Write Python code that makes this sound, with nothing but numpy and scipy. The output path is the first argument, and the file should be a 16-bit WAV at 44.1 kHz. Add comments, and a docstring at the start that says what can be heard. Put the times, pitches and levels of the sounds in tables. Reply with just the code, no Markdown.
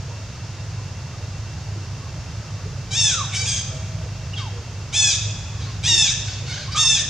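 """Infant monkey crying in a forest

Four shrill, arched cries sag and turn hoarse, and one more breaks upward; thin whimpers and weak rasps
fall between them. The cries are vocal folds and puffs of air ringing in a small throat, and trunks and
foliage echo them. Behind them a far engine rumbles under faint hoots, chirps and a hiss of insects."""
import sys
import numpy as np
from scipy import signal
from scipy.fft import rfft, irfft, next_fast_len
from scipy.io import wavfile
from scipy.ndimage import uniform_filter1d

SR = 44100
rng = np.random.default_rng(int(sys.argv[2]) if len(sys.argv) > 2 else 0)


def digitize_waveform(pressure):
    """Quantize a signal to 16-bit integers and store it at the path in sys.argv[1].

    Rows of a 2-D input are taken as channels; values are limited to [-1, 1].
    """
    field = np.atleast_2d(pressure).T
    bounded = np.clip(field, -1, 1)
    quanta = np.round(bounded * 32767).astype(np.int16)
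    wavfile.write(sys.argv[1], SR, quanta)


N = 312669
TIME = np.arange(N) / SR

# resonances of the small throat and mouth: freq_hz, gain_db
THROAT = [(850, -24.5), (1820, -16.5), (2330, -7), (2700, -8), (3100, -8.5), (3450, 0.5), (3720, 2),
          (3980, -7.5), (4250, -16.5), (4520, -12), (4780, -6), (5300, -3), (6200, 1), (7000, -3),
          (8400, -12.5), (9600, -26), (11000, -43.5), (15000, -55)]
# how alike diffuse sound is in the two ears: freq_hz, likeness (0-1)
EAR_LIKENESS = [(60, 0.96), (130, 1), (290, 0.94), (640, 0.94), (1410, 0.91), (3100, 0.76), (6820, 0.27),
                (15000, 0.0)]


def cries(gain_db=-1, tail_s=0.051):
    """Shrill arched calls, clear in the middle and hoarse at the edges."""
    # one cry a row: start_s, crest_s, crack_s, collapse_s, swell_s, start_hz, top_hz, sag_hz_per_s,
    # overshoot_hz, peak_db (before gain_db), bright_db, onset_rough (0-1)
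    calls = [(2.902, 2.971, 3.103, 3.125, .15, 772, 922, 452, -2, -17, -2.0, 0.25),
             (4.921, 4.966, 5.130, 5.131, 0.071, 676, 865.3, 102.3, 25.5, -16.5, -2, 0.51),
             (5.825, 5.885, 6.080, 6.094, 0.079, 715, 936, 391, 35, -16.5, -3.5, 0.56),
             (6.747, 6.794, 6.985, 6.986, 0.057, 716, 914.3, 172, -1.5, -16.5, -3.5, 0.46)]
    out = np.zeros(N)
    for call in calls:
        start_s, _, _, collapse_s = call[:4]
        at, t, gate = span(start_s, collapse_s + tail_s, rise_s=0.017, fall_s=0.025)
        pitch, level_db, bright_db, rough = cry_shape(t, *call)
        out[at] += gate * from_db(level_db + gain_db) * mouth(larynx(pitch, rough, THROAT), bright_db)
    return out


def cry_shape(t, start_s, crest_s, crack_s, collapse_s, swell_s, start_hz, top_hz, sag_hz_per_s,
              overshoot_hz, peak_db, bright_db, onset_rough):
    """Pitch, level, brightness and roughness of a cry that swoops up, sags, cracks and collapses."""
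    rise_hz_per_s, bend_hz, settle_s, drop_hz, lowest_hz = 4300, 22, 0.01526, 111.6, 620
    swell_db, fade_lead_s, fade_db_per_s = 14.5, 0.074, 91
    clear_rough, collapse_rough, collapse_bright_db = .17, 0.359, -1.17
    before, after = np.maximum(crest_s - t, 0), np.maximum(t - crest_s, 0)
    to_swell = np.maximum(1 - (t - start_s) / swell_s, 0)
    spent = np.exp((t - collapse_s) / .03)
    crack = np.exp(-((t - crack_s) / .013) ** 2)   # a rough burst in the main resonance
    swoop = top_hz + overshoot_hz - rise_hz_per_s * before
    rising = bend_hz * np.logaddexp(swoop / bend_hz, start_hz / bend_hz)   # eases out of start_hz
    falling = top_hz + overshoot_hz * np.exp(-after / settle_s) - sag_hz_per_s * after - drop_hz * spent
    pitch = np.where(t < crest_s, rising, np.maximum(falling, lowest_hz))
    fade_db = fade_db_per_s * np.maximum(t - collapse_s + fade_lead_s, 0)
    level_db = peak_db - swell_db * to_swell ** 2 - fade_db + 0.5 * crack
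    thin_db = bright_db + (collapse_bright_db - bright_db) * np.sqrt(np.minimum(spent, 1))
    opening_db = -5 * np.exp((start_s - t) / .02)   # dull while the mouth is still opening
    rough = clear_rough + (onset_rough - clear_rough) * np.sqrt(to_swell)
    rough += (collapse_rough - clear_rough) * spent + 0.13 * crack
    return pitch, level_db, thin_db + opening_db - 1.5 * crack, np.clip(rough, 0, 0.7)


def broken_cry(gain_db=-1, break_s=3.462, odd_db=-8.5):
    """A weaker call that catches, holds a low note, then cracks into a harsh upper register."""
    # course of the call: time_s, pitch_hz, level_db (before gain_db), bright_db, rough (0-1)
    contour = [(3.312, 755, -36.5, -13, 0.9), (3.358, 751, -23, -2, 0.84), (3.385, 769, -25.5, -1.2, 0.15),
               (3.42, 776.4, -25, -1.5, 0.21), (3.451, 761, -29.5, -3, 0.21),
               (3.468, 869.5, -25.5, -2, 0.6), (3.487, 817, -22.5, -1.5, .55),
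               (3.549, 810, -25.5, -1.5, 0.6), (3.63, 791, -31.5, -0.5, 0.8)]
    # colour of the narrower mouth before the break: freq_hz, gain_db
    narrow_mouth = [(1600, 4), (2320, 6), (3100, -2), (3850, -12), (4650, 5), (5500, -1)]
    at, t, gate = span(contour[0][0], contour[-1][0], rise_s=0.018, fall_s=0.026)
    pitch, level_db, bright_db, rough = in_time(contour, t)
    broken = np.clip((t - break_s) / 0.0073, 0, 1)
    voice = larynx(pitch, rough, THROAT, odd_db * broken)   # weak odd partials: it sounds an octave up
    held = (1 - broken) * (1 - rough)
    voice += held * (colour(voice, narrow_mouth) - voice)
    out = np.zeros(N)
    out[at] = gate * from_db(level_db + gain_db) * mouth(voice, bright_db)
    return out


def rasps(gain_db=-1, pitch_hz=753, wander=0.065):
    """Weak, scratchy sounds of wandering pitch; two trail the cries like faint echoes."""
    # weak rasps: start_s, length_s, peak_db (before gain_db)
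    scratches = [(4.366, 0.071, -33), (5.563, 0.22, -38.5), (6.243, 0.16, -34), (6.453, 0.229, -29.5),
                 (6.709, .07, -28.5)]
    # colour of the rasps: freq_hz, gain_db
    rasp_colour = [(900, -20), (1600, -2), (2200, -3), (2800, -6), (3300, -2), (4600, 2), (5600, -5),
                   (6500, -3.5), (8000, -21), (11000, -38), (15000, -50)]
    out = np.zeros(N)
    for start_s, length_s, peak_db in scratches:
        at, t, gate = span(start_s, start_s + length_s)
        rasp = larynx(pitch_hz * (1 + wander * drift(15, len(t))), rough=0.53, spectrum=rasp_colour)
        level_db = peak_db + swell((t - start_s) / length_s, peak_share=0.23, onset_db=-15, end_db=-10.5)
        out[at] += gate * from_db(level_db + gain_db) * rasp
    return out


def larynx(pitch, rough, spectrum, odd_db=0):
    """Vocal folds and turbulent air through the throat; roughness unsettles every cycle."""
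    jitter, wobble, shimmer, air, flutter_db, flare_db = 0.0687, 0.00366, 0.72, 0.75, 2.5, 7
    size = len(pitch)
    pitch = pitch * (1 + wobble * drift(50, size) + jitter * rough ** 2 * drift(158, size))
    phase = 2 * np.pi * np.cumsum(pitch) / SR
    folds = np.zeros(size)
    for k in range(1, 18):
        partial_db = at_hz(spectrum, k * pitch) + flutter_db * drift(20.5, size)
        # as the voice cracks, single partials flare up and drop out
        partial_db += flare_db * rough * np.tanh(drift(47, size))
        folds += from_db(partial_db + odd_db * (k % 2)) * np.sin(k * phase + 2 * np.pi * rng.random())
    folds = evened(folds) * (1 + shimmer * rough * np.tanh(drift(640, size)))
    # air escapes in a puff each time the folds open, and is duller than the partials
    puffs = colour(rng.standard_normal(size) * (1 + np.cos(phase)), spectrum)
    puffs = signal.sosfilt(signal.butter(4, 7500, fs=SR, output="sos"), puffs)
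    return rms_one(folds + air * rough * puffs)


def mouth(voice, bright_db, split_hz=4500):
    """The mouth shifts power from the main resonance to the upper ones; bright_db is their share."""
    low = signal.sosfiltfilt(signal.butter(4, split_hz, fs=SR, output="sos"), voice)
    upper_share = np.clip(from_db(bright_db) ** 2, .05, .95)
    return np.sqrt(1 - upper_share) * evened(low) + np.sqrt(upper_share) * evened(voice - low)


def whimpers():
    """Thin squeaks, most of them falling, through an almost closed mouth."""
    # whimpers: start_s, length_s, start_hz, end_hz, peak_db, peak_share (0-1 of the length)
    calls = [(3.11, .14, 1570, 965, -28.5, 0.76), (4.331, .028, 2950, 2540, -31, .3),
             (4.36, .03, 3430, 3130, -32, 0.6), (4.385, .11, 1280, 766, -36.5, 0.64),
             (6.1, 0.066, 1530, 1890, -38, 0.63), (6.68, 0.039, 1070, 1210, -38.5, 0),
             (6.745, 0.093, 1220, 1247, -25.5, 0.27), (6.83, 0.057, 1130, 960, -36, 0.3),
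             (6.97, 0.087, 1820, 1746, -36.5, 0.3)]
    return thin_calls(calls, jitter=.027, shimmer_db=2.5, onset_db=-7.5, end_db=-9)


def thin_calls(calls, jitter, shimmer_db, onset_db, end_db, octave_db=-22):
    """Nearly pure, unsteady glides with a faint octave above."""
    out = np.zeros(N)
    for start_s, length_s, start_hz, end_hz, peak_db, peak_share in calls:
        at, t, gate = span(start_s, start_s + length_s)
        progress = (t - start_s) / length_s
        pitch = start_hz + (end_hz - start_hz) * progress
        level_db = peak_db + swell(progress, peak_share, onset_db, end_db)
        phase = 2 * np.pi * np.cumsum(pitch * (1 + jitter * drift(105, len(t)))) / SR
        tone = np.sqrt(2) * (np.sin(phase) + from_db(octave_db) * np.sin(2 * phase))
        out[at] += gate * from_db(level_db + shimmer_db * drift(49, len(t))) * tone
    return out


def mic_ports(x):
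    """The two microphone ports shade and delay the direct sound differently at each frequency."""
    # shading between the ports: freq_hz, left_over_right_db
    shading = [(1300, -2.2), (2400, -3), (4400, 0.3), (8000, -0.2)]
    # phase between the ports: freq_hz, left_lead_rad
    lead = [(2000, -0.015), (4300, -0.46), (5800, -0.64), (9500, -0.49)]
    size = next_fast_len(N)
    hz = np.arange(size // 2 + 1) * SR / size
    left = from_db(at_hz(shading, hz) / 2) * np.exp(.5j * at_hz(lead, hz))
    return irfft(rfft(x, size) * np.array([left, 1 / left]), size)[:, :N]


def forest(x, near_db=-7, near_t60_s=0.58, far_db=-12, build_s=0.019):
    """A few trunks answer clearly; foliage scatters a tail that builds up, and far trees draw it out."""
    # decay of the far trees' echo: freq_hz, t60_s
    far_t60 = [(1000, 4.2), (2600, 3.1), (3700, 1.2), (6500, 1.7), (10000, 0.92)]
    # echoes off the branch and the nearest trunks: delay_s, level_db, left_over_right_db
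    trunks = [(.0032, -27, 1), (0.0109, -12, 11), (.031, -21, 6), (0.046, -25, -1), (.077, -20.5, -6)]
    t = TIME[:SR]
    edges = np.geomspace(500, 16000, 11)
    response = np.zeros((2, SR))
    for low, high in zip(edges, edges[1:]):
        hz = np.sqrt(low * high)
        band = signal.butter(2, [low, high], "band", fs=SR, output="sos")
        mid, side = signal.sosfilt(band, rng.standard_normal((2, SR)))
        scatter = spread(mid, side, hz)
        for level_db, t60_s in (near_db, near_t60_s), (far_db, at_hz(far_t60, hz)):
            decay = np.exp(-np.log(1000) * t / t60_s) * np.minimum(t / build_s, 1)
            response += from_db(level_db) * scatter * decay / np.linalg.norm(decay)
    for delay_s, level_db, left_db in trunks:
        response[:, round(delay_s * SR)] += pan(from_db(level_db), left_db)[:, 0]
    # long waves pass round the leaves and stems, and the shortest are absorbed
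    leaves = signal.butter(3, [1500, 7800], "band", fs=SR, output="sos")
    return signal.fftconvolve(x[None], signal.sosfilt(leaves, response), axes=1)[:, :N]


def engine(gain_db=0.2, rumble_db=-2.5, waver=0.02496, throb_db=2.5):
    """A far engine: wavering, throbbing low tones in a rumble."""
    # slow swells of the engine: time_s, level_db (before gain_db)
    swells = [(0, -32.5), (1.3, -31.0), (2.6, -30), (3.7, -28), (4.9, -32), (5.9, -28.5), (7.09, -31)]
    # colour of the rumble: freq_hz, gain_db
    rumble_colour = [(22, -41), (35, -31), (50, 0), (62, -1.5), (80, 5), (105, 5), (135, 1.5), (160, -1),
                     (200, -12), (260, -22), (400, -53.5)]
    # engine tones: pitch_hz, relative_db
    tones = [(101.7, -4.5), (126.8, -12), (78.2, -19.5)]
    hum = np.zeros(N)
    for hz, relative_db in tones:
        phase = 2 * np.pi * np.cumsum(hz * (1 + waver * drift(3.91, N))) / SR
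        hum += np.sqrt(2) * from_db(relative_db + throb_db * drift(5, N)) * np.sin(phase)
    rumble = from_db(rumble_db) * stereo_noise(rumble_colour)
    return from_db(in_time(swells, TIME)[0] + gain_db) * (hum + rumble)


def far_hoots():
    """A faint whistle and two hoots, each nearly level in pitch."""
    # far calls: start_s, length_s, start_hz, end_hz, peak_db, peak_share (0-1 of the length)
    calls = [(3.15, 0.14, 3860, 3880, -36, .3), (3.7, .6, 642, 636, -48.5, 0),
             (4.5, 0.13, 490, 464, -43.5, .35)]
    return thin_calls(calls, jitter=0.0063, shimmer_db=4, onset_db=-14, end_db=-8)


def far_chirps(count=80, length_s=.09, lowest_hz=330, level_db=-53, spread_db=3, db_per_octave=-2):
    """Faint blips from far off, at random times and pitches, weaker with each octave."""
    calls = []
    for when, height, glide, strength in rng.random((count, 4)):
        octaves = 2.2 * height
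        start_hz = lowest_hz * 2 ** octaves
        end_hz = start_hz * 2 ** ((glide - .5) / 4)
        peak_db = level_db + db_per_octave * octaves + spread_db * (2 * strength - 1)
        calls.append((when * (N / SR - length_s), length_s, start_hz, end_hz, peak_db, .5))
    return thin_calls(calls, jitter=.02, shimmer_db=5.5, onset_db=-1, end_db=-3)


def canopy(hiss_db=-40.5):
    """Leaves and a far insect chorus, from which a few thin tones stand out."""
    # colour of air and insects in the treetops: freq_hz, gain_db
    hiss_colour = [(200, 1.5), (330, 0.5), (650, 0), (1000, -2), (1450, -3.5), (1900, -5.5), (3900, -8.5),
                   (4700, -4.5), (6500, -5), (7400, -12.5), (8500, -22.5), (10000, -29.5), (12500, -38),
                   (15500, -50)]
    # insect tones: pitch_hz, width_hz, level_db
    insects = [(2712, 28, -55), (3700, 15, -63), (4170, 5.2, -70.5), (5480, 45, -60.5)]
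    out = from_db(hiss_db) * stereo_noise(hiss_colour)
    for hz, width_hz, level_db in insects:
        phase = 2 * np.pi * hz * TIME
        tone = drift(width_hz / 2, N) * np.sin(phase) + drift(width_hz / 2, N) * np.cos(phase)
        out += from_db(level_db) * tone
    return out


def from_db(db):
    """Decibels to gain."""
    return 10 ** (np.asarray(db) / 20)


def rms_one(x):
    """Scale to rms 1."""
    return x / np.sqrt(np.mean(x ** 2) + 1e-20)


def evened(x):
    """Hold the short-term rms at 1."""
    return x / np.sqrt(uniform_filter1d(x ** 2, size=1100) + 1e-12)


def in_time(rows, t):
    """Each column of a curve at the times t."""
    times, *columns = np.transpose(rows)
    return [np.interp(t, times, column) for column in columns]


def at_hz(points, hz):
    """Read a spectrum on a log-frequency axis."""
    freqs, values = np.transpose(points)
    return np.interp(np.log(np.maximum(hz, 1)), np.log(freqs), values)


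def span(start_s, end_s, rise_s=0.0039, fall_s=0.0045):
    """The samples that a call covers, their times and a soft gate."""
    at = np.flatnonzero((TIME >= start_s) & (TIME <= end_s))
    t = TIME[at]
    return at, t, np.clip(np.minimum((t - t[0]) / rise_s, (t[-1] - t) / fall_s), 0, 1)


def swell(progress, peak_share, onset_db, end_db):
    """Level in dB of a call that grows to its peak and fades, as progress runs from 0 to 1."""
    return np.interp(progress, [0, np.clip(peak_share, .05, .95), 1], [onset_db, 0, end_db])


def drift(rate_hz, size):
    """Smooth random wander, about 1 in rms, that moves at about the given rate."""
    pole = np.exp(-8 * np.pi * rate_hz / SR)   # runs at a quarter of the sample rate
    noise = rng.standard_normal(size // 4 + 9000)
    slow = signal.lfilter([1], [1, -2 * pole, pole * pole], noise)[8000:]
    return np.interp(np.arange(size) / 4, np.arange(len(slow)), rms_one(slow))


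def colour(x, spectrum):
    """Shape a signal with an EQ curve; rms 1."""
    size = next_fast_len(x.shape[-1])
    gain = from_db(at_hz(spectrum, np.arange(size // 2 + 1) * SR / size))
    return rms_one(irfft(rfft(x, size) * gain, size)[..., :x.shape[-1]])


def spread(mid, side, hz):
    """Mid and side to left and right: narrow in the bass, wide in the treble."""
    alike = np.clip(at_hz(EAR_LIKENESS, hz), 0, 1)
    return np.sqrt((1 + alike) / 2) * mid + np.sqrt((1 - alike) / 2) * side * [[1], [-1]]


def stereo_noise(spectrum):
    """Diffuse coloured noise; rms 1."""
    size = next_fast_len(N)
    mid, side = rfft(rng.standard_normal((2, size)))
    pair = spread(mid, side, np.arange(size // 2 + 1) * SR / size)
    return colour(irfft(pair, size)[:, :N], spectrum)


def pan(x, left_db):
    """Level difference between the ears."""
    return x * from_db(np.array([[left_db], [-left_db]]) / 2)


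def scene():
    """The monkey straight ahead, the forest all round."""
    ahead = cries() + broken_cry() + rasps() + whimpers()
    far_off = engine() + far_hoots() + far_chirps()
    return mic_ports(ahead) + forest(ahead) + pan(far_off, left_db=-1.0) + pan(canopy(), left_db=-0.56)


def record(dry):
    """A steep high cut at 15.5 kHz."""
    return signal.sosfilt(signal.ellip(10, .1, 80, 15500, fs=SR, output="sos"), dry)


dry = scene()
out = record(dry)
digitize_waveform(out)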